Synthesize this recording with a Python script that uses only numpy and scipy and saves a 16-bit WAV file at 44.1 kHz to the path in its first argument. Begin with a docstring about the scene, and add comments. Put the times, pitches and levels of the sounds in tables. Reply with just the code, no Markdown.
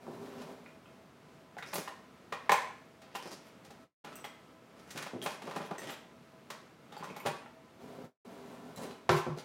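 """Searching a kitchen drawer

A wooden drawer rolls open on rumbling runners; someone rummages in its plastic utensil tray.
Struck modes make knocks, clinks and handle taps; random slips make slides. The drawer rolls back and thuds shut.
The hard kitchen adds a decaying noise tail, over faint air noise and wavering hum tones.
Both channels are alike; twice the sound fades quickly to silence and snaps back."""
import sys
import numpy as np
from scipy import signal
from scipy.fft import rfft, irfft
from scipy.io import wavfile

SR = 44100
rng = np.random.default_rng(int(sys.argv[2]) if len(sys.argv) > 2 else 0)


def materialize(psi):
    """Save the field psi as 16-bit PCM at rate SR to the path in sys.argv[1].

    A 1-D psi becomes a single channel; in a 2-D psi each row is a channel.
    """
    bounded = np.clip(np.atleast_2d(psi).T, -1, 1)
    quanta = np.round(bounded * 32767).astype(np.int16)
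    wavfile.write(sys.argv[1], SR, quanta)


N = 416304
TIME = np.arange(N) / SR
RING = TIME[:SR // 2]  # time axis of one struck sound, s
TOP_HZ = 15800  # upper edge of the whole sound
MIDDLE_NOTE_HZ = 879  # note of a utensil of middling weight

# utensils sliding over each other; levels are relative, ahead of the slide trim and the room:
# start_s, end_s, body_db, hiss_db, resonance_hz of the rubbed piece
UTENSIL_SLIDES = [(0.255, 0.436, -56.5, -73, 5600), (1.648, 1.756, -52.5, -56.5, 5270),
                  (1.742, 1.8, -42, -44.5, 13400), (2.42, 2.505, -58, -78, 1116),
                  (3.019, 3.15, -61, -79, 4950), (3.142, 3.173, -45.5, -49, 3000),
                  (3.215, 3.277, -53, -56.5, 4900), (3.265, 3.348, -53, -53, 5300),
                  (3.417, 3.501, -60, -70, 13000), (4.045, 4.206, -54, -68.5, 1350),
                  (4.75, 4.973, -60, -68, 1300), (4.952, 5.08, -46.5, -56.5, 1540),
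                  (5.216, 5.28, -45.5, -51.5, 9200), (5.285, 5.353, -53.5, -54.5, 2540),
                  (5.42, 5.672, -48, -61.5, 515), (5.723, 5.77, -52, -69, 560),
                  (5.777, 5.848, -47, -57, 1870), (5.832, 5.945, -46.5, -56, 3270),
                  (6.925, 7.255, -54.5, -72, 1100), (8.757, 8.791, -53, -54, 7600),
                  (8.808, 8.848, -49, -52.5, 10000), (8.85, 8.932, -54.5, -65, 4050),
                  (9.115, 9.23, -59, -51.5, 13900), (9.363, 9.406, -47.5, -52.5, 4260)]


def undb(db):
    """Decibels to gain."""
    return 10 ** (np.asarray(db) / 20)


def unit(x):
    """Scale to rms 1."""
    return x / np.sqrt(np.mean(x ** 2))


def blow(x):
    """Scale a transient to the energy of one millisecond at rms 1."""
    return x / np.sqrt(np.sum(x ** 2) / (SR / 1000))


def add(track, s, x):
    """Mix x into the track from time s."""
    i = max(int(s * SR), 0)
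    track[i:i + len(x)] += x[:max(N - i, 0)]


def along(points, hz):
    """Read (Hz, value) points on a log-frequency axis."""
    f, value = np.transpose(points)
    return np.interp(np.log(hz + 1), np.log(f), value)


def colour(x, points):
    """Causal filter with the given spectrum, built from its cepstrum."""
    size = 4096
    level_db = along(points, np.fft.rfftfreq(size, 1 / SR))
    cepstrum = irfft(np.log(undb(level_db)))
    # fold the cepstrum forward in time for minimum phase
    cepstrum[1:size // 2] *= 2
    cepstrum[size // 2 + 1:] = 0
    impulse = irfft(np.exp(rfft(cepstrum)))
    return signal.fftconvolve(x, impulse)[:len(x)]


def band(x, hz, kind, order=2):
    """Butterworth filter."""
    return signal.sosfilt(signal.butter(order, hz, kind, fs=SR, output="sos"), x)


def decay(t, t60):
    """Exponential fall of 60 dB in t60 seconds."""
    return np.exp(-np.log(1000) * t / t60)


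def ring(modes, scatter_db, detune):
    """Decaying modes; where the blow lands changes each one's strength, sign and, slightly, pitch."""
    hz, db, t60 = np.transpose(modes)[:, :, None]
    strength, pitch, side = rng.standard_normal((3, len(modes), 1))
    waves = np.sin(2 * np.pi * hz * (1 + detune * pitch) * RING) * np.sign(side)
    envelopes = undb(db + scatter_db * strength - 60 * RING / t60)
    return blow(np.sum(envelopes * waves, axis=0))


def contact(chatter_s, rebound=.5, count=4):
    """One push broken into a train of tiny rebounds by a chain of all-pass echoes."""
    hz = np.fft.rfftfreq(len(RING), 1 / SR)
    delay_samples = np.ceil(SR * chatter_s * rng.uniform(.1, 1, (count, 1)))
    echo = np.exp(-2j * np.pi * hz * delay_samples / SR)
    keep = np.clip(rebound, 0, .8)
    all_passes = (echo - keep) / (1 - keep * echo)
    return blow(irfft(np.prod(all_passes, axis=0)))


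def grains(rate, spread_db):
    """Tiny slips at random moments (rate per second), a few of them much stronger than the rest."""
    size = undb(spread_db * np.minimum(rng.exponential(size=N), 4))
    return unit((rng.random(N) < rate / SR) * size * rng.choice([-1, 1], N))


def walk(rate):
    """Slow random wandering through `rate` knots per second, with a spread near 1."""
    knots = rng.standard_normal(1000)
    return np.interp(TIME * rate, np.arange(len(knots)), knots)


def kitchen(x, direct_db, room_db, early_db, first_s=0.00094, build_s=0.0032, early_s=0.012):
    """Direct sound, early reflections from drawer and counter, then a noise tail whose mids last longest."""
    # decay time of the room tail in each band: centre_hz, t60_s
    room_decay = [(125, 0.24), (400, 0.42), (1000, 0.5), (2500, 0.55), (5000, 0.49), (9000, 0.4),
                  (15000, 0.24)]
    t = TIME[:SR * 3 // 4]
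    hz, spectrum = np.fft.rfftfreq(2 * len(t), 1 / SR), rfft(rng.standard_normal(2 * len(t)))
    tail = 0
    for centre, t60 in room_decay:
        share = along([(f, f == centre) for f, _ in room_decay], hz)  # crossfade between bands
        tail = tail + irfft(spectrum * share)[:len(t)] * decay(t, t60)
    early_boost = 1 + undb(early_db) * np.exp(-t / early_s)
    tail *= np.clip((t - first_s) / build_s, 0, 1) * early_boost
    tail /= np.sqrt(np.sum(tail ** 2))
    return undb(direct_db) * x + undb(room_db) * signal.fftconvolve(x, tail)[:N]


def background(air_db=-58, air_waver_db=0.8, hum_db=-2):
    """Gently wavering air noise and the wavering tones of a running appliance."""
    # spectrum of the air noise, relative: frequency_hz, density_db per Hz
    air_spectrum = [(15, -78), (25, -61.5), (71, -10.5), (110, -9.5), (140, -2), (240, -2.5), (322, -4.5),
                    (349, -7.5), (457, -6), (666, -10.5), (1140, -14), (1270, -13), (1750, -18),
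                    (2230, -19), (15500, -40)]
    # appliance tones ahead of the hum trim: pitch_hz, level_db
    hum_tones = [(242.2, -69.5), (360.7, -77), (651.4, -67.5), (1012, -74.5), (1308, -74.5), (2164, -83)]
    air = unit(colour(rng.standard_normal(N), air_spectrum))
    air *= undb(air_db + air_waver_db * walk(rate=8.7))
    hum = np.zeros(N)
    for hz, db in hum_tones:
        waver = walk(rate=12) + 1j * walk(rate=11)  # wanders in level and phase
        hum += undb(db) * unit(np.real(waver * np.exp(2j * np.pi * hz * TIME)))
    return air + undb(hum_db) * hum


def drawer_roll(speed_up_s=0.017, coast_db_per_s=117, bump_db=2):
    """Bearings rumble over small bumps in the runners; each stroke speeds up, holds and coasts to rest."""
    # spectrum of the rolling rumble, relative: frequency_hz, density_db per Hz
    runner_spectrum = [(35, -70.5), (60, -15), (102, -12.5), (139, -7), (210, -5), (272, 1), (351, -13.5),
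                       (403, 1.5), (509, -8.5), (810, -10.5), (1350, -17.5), (1960, -26), (2470, -26),
                       (5580, -32.5), (15500, -40)]
    # pulls and pushes ahead of the room; the coast follows the end: start_s, end_s, rumble_db
    roll_strokes = [(0, 0.514, -50.5), (7.789, 8.697, -53), (8.763, 8.843, -46.5)]
    rumble = unit(colour(grains(rate=4000, spread_db=3.0), runner_spectrum))
    strokes = []
    for start, end, db in roll_strokes:
        speed_up = np.clip((TIME - start) / speed_up_s, 0, 1)
        coast = undb(db - coast_db_per_s * np.maximum(TIME - end, 0))
        strokes.append(speed_up * coast)
    return rumble * np.max(strokes, axis=0) * undb(bump_db * walk(rate=22))


def drawer_blows():
    """Light bumps, then three blows per landing: (s, dB, lowest Hz, cut-off Hz, panel ring dB, boom dB)."""
    # the open drawer bumping in its runners: start_s, level_db, cutoff_hz of the contact, boom_db of the box
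    runner_bumps = [(0.066, -34, 1000, -22), (0.08, -31, 450, -19), (0.196, -37, 300, -3),
                    (3.255, -35.5, 497, -16), (4.95, -36, 398.2, 0.5), (5.133, -28, 377, -16),
                    (5.149, -27.5, 418, -18), (5.226, -38.5, 300, -1), (5.44, -33.5, 410, -7),
                    (5.715, -33, 700, -19), (5.834, -33.5, 400, -3), (7.258, -24, 494, -7),
                    (7.985, -34.5, 450, -20.5), (8.036, -40, 302, 0.5)]
    # the drawer shuts, springs back and lands again; base values that each landing blow alters:
    # start_s, level_db, cutoff_hz of the contact, boom_db
    shut_landings = [(9.092, -11.5, 5430, 1), (9.265, -25, 730, 8)]
    # the front strikes, the box follows, the load settles; levels and boom add to those of the shut:
    # delay_s, level_db, cutoff_share (ratio), panel_ring_db, boom_db
    landing_blows = [(0, 2, 1.07, -4.5, -31), (.008, -3, 1.4, 4.5, -5), (0.0217, -10.5, 0.17, 1, 5)]
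    # a light bump barely rings the panels, and its wood sound carries no deep bass
    blows = [(s, db, 132, hz, -13.5, boom_db) for s, db, hz, boom_db in runner_bumps]
    for s, db, hz, box_db in shut_landings:
        for delay, blow_db, share, panel_db, boom_db in landing_blows:
            # shutting shakes the whole cabinet, so the bass reaches down to 35.2 Hz
            blows.append((s + delay, db + blow_db, 35.2, hz * share, panel_db, boom_db + box_db))
    return blows


def drawer_thuds(boom_hz=148, boom_t60=0.09, swell_s=0.0068):
    """The wooden panels ring, duller under a soft contact; the boom of the whole box swells a little later."""
    # spectrum of the wooden contact, relative: frequency_hz, density_db per Hz
    slam_spectrum = [(60, -2), (150, -1), (400, 1.5), (650, 3.5), (1100, 5.5), (2000, -4.5), (4000, -12),
                     (8000, -15.5), (15500, -9)]
    # resonances of the drawer box, ahead of random scatter: pitch_hz, level_db, t60_s
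    panel_modes = [(220, -5, 0.051), (361, 5.5, 0.07), (391, 2, 0.092), (425, -1.5, 0.092),
                   (500, -3, 0.049), (700, -16, 0.065), (887, 1.5, 0.032), (1010, 0, .05),
                   (1020, -11, 0.031), (1150, -22, 0.031), (1345, -4, 0.07)]
    swell = 1 - np.exp(-RING / swell_s)
    boom = blow(np.sin(2 * np.pi * boom_hz * RING) * swell * decay(RING, boom_t60))
    out = np.zeros(N)
    for s, db, lowest_hz, cutoff_hz, panel_db, boom_db in drawer_blows():
        crack = blow(colour(contact(chatter_s=.0018, rebound=0.71), slam_spectrum))
        hit = crack + undb(panel_db) * ring(panel_modes, scatter_db=0.5, detune=0.0043)
        wood = band(hit, lowest_hz, "high", order=4)
        wood = band(wood, min(cutoff_hz, TOP_HZ), "low", order=3)
        add(out, s, undb(db) * (blow(wood) + undb(boom_db) * boom))
    return out


def utensil_slides(split_hz=3800, edge_s=0.0096, jerk_db=3, slide_db=-2, sing_db=3, sharpness=6):
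    """Uneven stick and slip: the tray gives the body, the metal the hiss; the rubbed piece lifts its own band."""
    # spectrum of the slips, relative: frequency_hz, density_db per Hz
    scrape_spectrum = [(90, -25.5), (200, 8), (600, 4.5), (1100, -2), (2000, -1), (3300, -6), (4200, -8),
                       (5300, -6.5), (8000, -10.5), (11000, -13), (15500, -23)]
    slips = colour(grains(rate=900, spread_db=5.0), scrape_spectrum) * undb(jerk_db * walk(rate=45))
    out = np.zeros(N)
    for start, end, body_db, hiss_db, hz in UTENSIL_SLIDES:
        during = (TIME > start) & (TIME < max(end, start + edge_s))
        singing = signal.lfilter(*signal.iirpeak(hz, sharpness, fs=SR), slips[during])
        rub = slips[during] + undb(sing_db) * singing
        body = unit(band(rub, split_hz, "low", order=3))
        hiss = unit(band(rub, split_hz, "high", order=3))
        push = np.clip(np.minimum(TIME[during] - start, end - TIME[during]) / edge_s, 0, 1)
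        add(out, start, push * (undb(body_db) * body + undb(hiss_db) * hiss))
    return undb(slide_db) * out


def cutlery_clinks(tick_db=-5, clink_db=-1, pinched_db=1.0, pinched_t60=0.008):
    """A bright tick sets a piece ringing until its neighbours damp it; a like piece pinched under it only clacks."""
    # pieces clinking together, ahead of the clink trim and the room: start_s, level_db, piece (name)
    clink_events = [(1.742, -29, "tongs"), (1.771, -46, "tongs"), (2.518, -31, "knife"),
                    (2.519, -35, "tongs"), (3.156, -46, "tongs"), (4.156, -40.5, "spoon"),
                    (4.243, -45.5, "spoon"), (4.906, -48, "knife"), (4.968, -41, "teaspoon"),
                    (5.217, -37.5, "teaspoon"), (5.24, -39.5, "tongs"), (5.655, -46, "teaspoon"),
                    (5.782, -37.5, "knife"), (5.904, -43, "whisk"), (6.967, -43, "peeler"),
                    (7.036, -46.5, "knife"), (7.165, -50, "fork"), (7.2, -46, "fork"), (7.265, -38, "fork"),
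                    (8.761, -45, "ladle"), (8.822, -47, "ladle"), (9.115, -40, "whisk")]
    # bending modes of each named piece, ahead of random scatter: pitch_hz, level_db, t60_s
    piece_modes = { "fork": [(2950, 5, 0.06), (7150, -5, .08), (9150, 1, .16), (11280, -3, .08),
                   (12850, 1, 0.1), (13500, 0, .05), (14944, -6, 0.08)], "tongs": [(8200, -6, 0.089),
                   (9000, -5, .15), (10000, 4, .05), (11000, 0, .06), (12700, -12, 0.21), (13000, -1.5, .1),
                   (13695, 4, 0.053), (14944, -4, .18)], "spoon": [(2750, 2, 0.066), (5813, 0, 0.072),
                   (8300, -2, 0.12), (8010, -2, 0.067), (8020, 3, 0.067), (10500, -8, 0.11),
                   (10830, -10, .12), (13565, -8, .1), (14211, 4, .05)], "peeler": [(3100, 8, .02),
                   (3600, 1, .015), (4570, 0, .02), (5070, -3, .03), (7407, -8, .03)],
                   "ladle": [(4010, 5, .1), (4150, 3, .03), (5938, -5, .02), (7550, 3, .012),
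                   (9986, -2, .02), (13050, -5, .012), (14300, -4, .012)], "whisk": [(4150, 0, 0.081),
                   (7400, 4, 0.055), (10000, 3, 0.11), (11900, 3, .1), (12273, -3, .1), (14298, 0, .12),
                   (15460, -5, .1)], "teaspoon": [(3260, 14, 0.027), (5840, 1, .04), (6670, -8, .04),
                   (10766, -6, 0.038), (12187, -12, .05), (12700, -11, .06)], "knife": [(1870, 3, 0.067),
                   (6020, 2.5, 0.065), (6270, 0, 0.052), (7550, 1.5, .06), (8290, -1, 0.089),
                   (8720, -7.5, .06), (11757, -14.5, .06), (13700, -13.5, .06)]}
    out = np.zeros(N)
    for s, db, piece in clink_events:
        tick = blow(band(contact(chatter_s=0.0048, rebound=0.37), 4500, "high"))
        free = ring(piece_modes[piece], scatter_db=1.5, detune=.004)
        short_modes = [(hz, mode_db, pinched_t60) for hz, mode_db, _ in piece_modes[piece]]
        pinched = ring(short_modes, scatter_db=2, detune=.025)
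        clink = free + undb(pinched_db) * pinched + undb(tick_db) * tick
        add(out, s, undb(db + clink_db) * clink)
    return out


def handle_clacks(clack_db=2, lowest_hz=420, t60=0.018):
    """Plastic and wooden handles tap: three well-damped resonances, no crack, and too small to give bass."""
    # handles tapping each other, ahead of the clack trim and the room:
    # start_s, level_db, first_hz, second_hz, third_hz, tilt_db per octave above the first
    handle_taps = [(0.661, -47, 1410, 2000, 2450, 1), (0.858, -52.5, 1320, 2500, 3140, -4),
                   (1.568, -37, 760, 1420, 2170, -16), (1.586, -35, 750, 1500, 1980, 0),
                   (1.625, -38, 1370, 2220, 3700, -6), (1.876, -35, 1010, 1850, 2880, -6.5),
                   (2.324, -32.5, 580, 1200, 1860, -3), (2.494, -18, 1020, 1710, 2300, -4.5),
                   (2.523, -21, 700, 1020, 1100, -4), (2.541, -25.5, 950, 1900, 2150, -2),
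                   (3.15, -35.5, 640, 1330, 2800, -3), (4.243, -36.5, 810, 2010, 3300, -1.5),
                   (6.922, -48.5, 1220, 2870, 3660, -2), (6.967, -38.5, 860, 1390, 2590, -13),
                   (7.026, -37, 835, 1150, 1400, -6), (7.1, -45, 1080, 2210, 2540, 3),
                   (7.163, -41, 860, 1310, 2210, -5), (7.203, -40.5, 1020, 2245, 2600, -4),
                   (7.461, -44, 890, 1340, 1870, -7)]
    out = np.zeros(N)
    for s, db, *notes_hz, tilt_db in handle_taps:
        modes = [(hz, tilt_db * np.log2(hz / notes_hz[0]), t60) for hz in notes_hz]
        add(out, s, undb(db + clack_db) * ring(modes, scatter_db=1, detune=.005))
    return band(out, lowest_hz, "high", order=3)


def jostles(per_s=14, jostle_db=6, spread_db=1, spread_octaves=0.45, hardness_db=-4.5):
    """A sliding utensil jostles its neighbours: soft knocks at random moments, stronger when the slide is."""
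    rows = []
    for start, end, body_db, _, _ in UTENSIL_SLIDES:
        waits, sizes, notes = rng.exponential(size=16), rng.standard_normal(16), rng.standard_normal(16)
        moments = start + np.cumsum(waits) / per_s
        for s, size, note in zip(moments, sizes, notes):
            if s < end:
                level_db = body_db + jostle_db + spread_db * size
                note_hz = MIDDLE_NOTE_HZ * 2 ** (spread_octaves * note)
                rows.append((s, level_db, hardness_db, note_hz))
    return rows


def tray_knocks(knocks, bass_hz=400, clack_hz=1600, treble_hz=4200, modes_db=-5, note_db=-7, note_t60=0.045,
                bass_db=-13, body_db=-1, clack_db=-5.5, treble_db=-12):
    """Knocks ring tray and handle; force shifts the bass, hardness lifts clack and treble."""
    # spectrum of the contact, relative: frequency_hz, density_db per Hz
    contact_spectrum = [(80, -34), (160, 2.5), (300, -3), (560, 3), (1050, 3), (1500, -1.5), (2100, -6),
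                        (3200, -11), (4500, -16.5), (7000, -19), (11000, -26.5), (15500, -29)]
    # resonances of the plastic tray, ahead of random scatter: pitch_hz, level_db, t60_s
    plastic_modes = [(457, -2.5, 0.077), (580, 5, 0.038), (648, 2, 0.032), (777.6, 7.5, 0.072),
                     (910, -2, 0.086), (1023, 3.5, 0.068), (1100, 0, 0.075), (1200, -7.5, 0.063),
                     (1500, -13, 0.049), (1893, -2.5, 0.07), (1980, -13, 0.035), (2260, -19, .04),
                     (2474, -0.5, .04), (2800, -16, .04)]
    middle_blow_db = -31.5
    # a lighter utensil has a higher note, less bass and more clack
    bass_db_per_octave, clack_db_per_octave = -14, 6.5
    bass_per_force = -0.35  # a faster blow has a shorter contact: dB of bass per dB above a middling blow
    clack_per_hardness = 0.27  # share of the hardness that also lifts the clack
    # longest rebound spacing of a middling knock; this much more force halves it
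    middle_chatter_s, chatter_halves_db = .0016, 22
    out = np.zeros(N)
    for s, db, hardness_db, note_hz in knocks:
        lightness = np.log2(note_hz / MIDDLE_NOTE_HZ)  # octaves
        force_db = db - middle_blow_db
        chatter_s = middle_chatter_s * 2 ** (-force_db / chatter_halves_db)
        crack = blow(colour(contact(chatter_s, rebound=0.53), contact_spectrum))
        hit = crack + undb(modes_db) * ring(plastic_modes, scatter_db=2.5, detune=0.015)

        note = blow(np.sin(2 * np.pi * note_hz * RING) * decay(RING, note_t60))
        bass = blow(band(crack, bass_hz, "low", order=4))
        body = blow(band(hit, [bass_hz, clack_hz], "band", order=3))
        clack = blow(band(hit, [clack_hz, treble_hz], "band", order=3))
        treble = blow(band(crack, treble_hz, "high", order=4))

        knock = undb(note_db) * note + undb(body_db) * body
        knock += undb(bass_db + bass_db_per_octave * lightness + bass_per_force * force_db) * bass
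        knock += undb(clack_db + clack_db_per_octave * lightness + clack_per_hardness * hardness_db) * clack
        knock += undb(treble_db + hardness_db) * treble
        add(out, s, undb(db) * knock)
    return out


def scene(low_cut_hz=85):
    """Each source reaches the room by its own paths and radiates little deep bass; both channels are alike."""
    # utensils knocking on the tray, levels ahead of the room:
    # start_s, level_db, hardness_db of the contact, note_hz of the utensil
    knock_events = [(0.415, -41, 2.5, 837), (1.578, -42, 5.5, 915), (1.625, -43, 5, 2000),
                    (1.732, -29, 3, 913), (1.754, -29.5, 7, 644), (1.876, -38, 2, 1020),
                    (2.323, -27, -4, 1085), (2.494, -17, -5.5, 990), (2.518, -16.5, 0, 1042),
                    (3.016, -51, 8.5, 1310), (3.151, -31, -0.5, 1023), (3.646, -52.5, 13, 1300),
                    (3.704, -46, 5.5, 803), (4.045, -39, 1, 1002), (4.07, -42, -9, 1407),
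                    (4.243, -37, 2.5, 1255), (4.904, -48.5, 19.5, 1680), (4.974, -38, 13.5, 1500),
                    (5.023, -39, 10, 1460), (5.064, -35, -4, 810), (5.26, -23.5, -1.5, 920),
                    (5.419, -38.5, 1, 900), (5.474, -33, -11, 700), (5.51, -34.5, -3, 1000),
                    (5.561, -26.5, -4.5, 566), (5.601, -32.5, -17, 500.6), (5.709, -28, -13, 550),
                    (5.892, -35, -1, 1250), (6.502, -34.5, 7, 1095), (6.922, -42.5, 1.5, 840),
                    (7.026, -35, -17, 1000), (7.04, -37, 1, 794), (7.1, -42, -4, 430),
                    (7.163, -38.5, 3.5, 700), (7.251, -31, -8, 516), (7.259, -24, 0, 917),
                    (7.268, -26, -2.5, 1110)]
    air = background()
    drawer = kitchen(drawer_roll() + drawer_thuds(), direct_db=-2.5, room_db=-2, early_db=-17.5)
    metal = kitchen(utensil_slides() + cutlery_clinks(), direct_db=-3.5, room_db=-2.0, early_db=0.0)
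    tray_dry = handle_clacks() + tray_knocks(knock_events + jostles())
    tray = kitchen(tray_dry, direct_db=-0.5, room_db=0.5, early_db=2.0)
    sources = band(tray + metal + drawer, low_cut_hz, "high", order=3)
    return np.tile(sources + air, (2, 1))


def record(dry, fade_db_per_s=410, return_s=0.003):
    """Twice the sound fades quickly to silence and snaps back; a steep low-pass cuts the top."""
    # silences: fade_start_s, return_start_s
    silent_gaps = [(3.837, 4.04), (8.054, 8.248)]
    gain = np.ones(N)
    for start, end in silent_gaps:
        fade = undb(-fade_db_per_s * np.maximum(TIME - start, 0))
        comeback = np.clip((TIME - end) / return_s, 0, 1)
        gain *= np.maximum(fade, comeback)
    top_cut = signal.ellip(10, .2, 80, TOP_HZ, fs=SR, output="sos")
    return signal.sosfilt(top_cut, dry * gain)


dry = scene()
out = record(dry)
materialize(out)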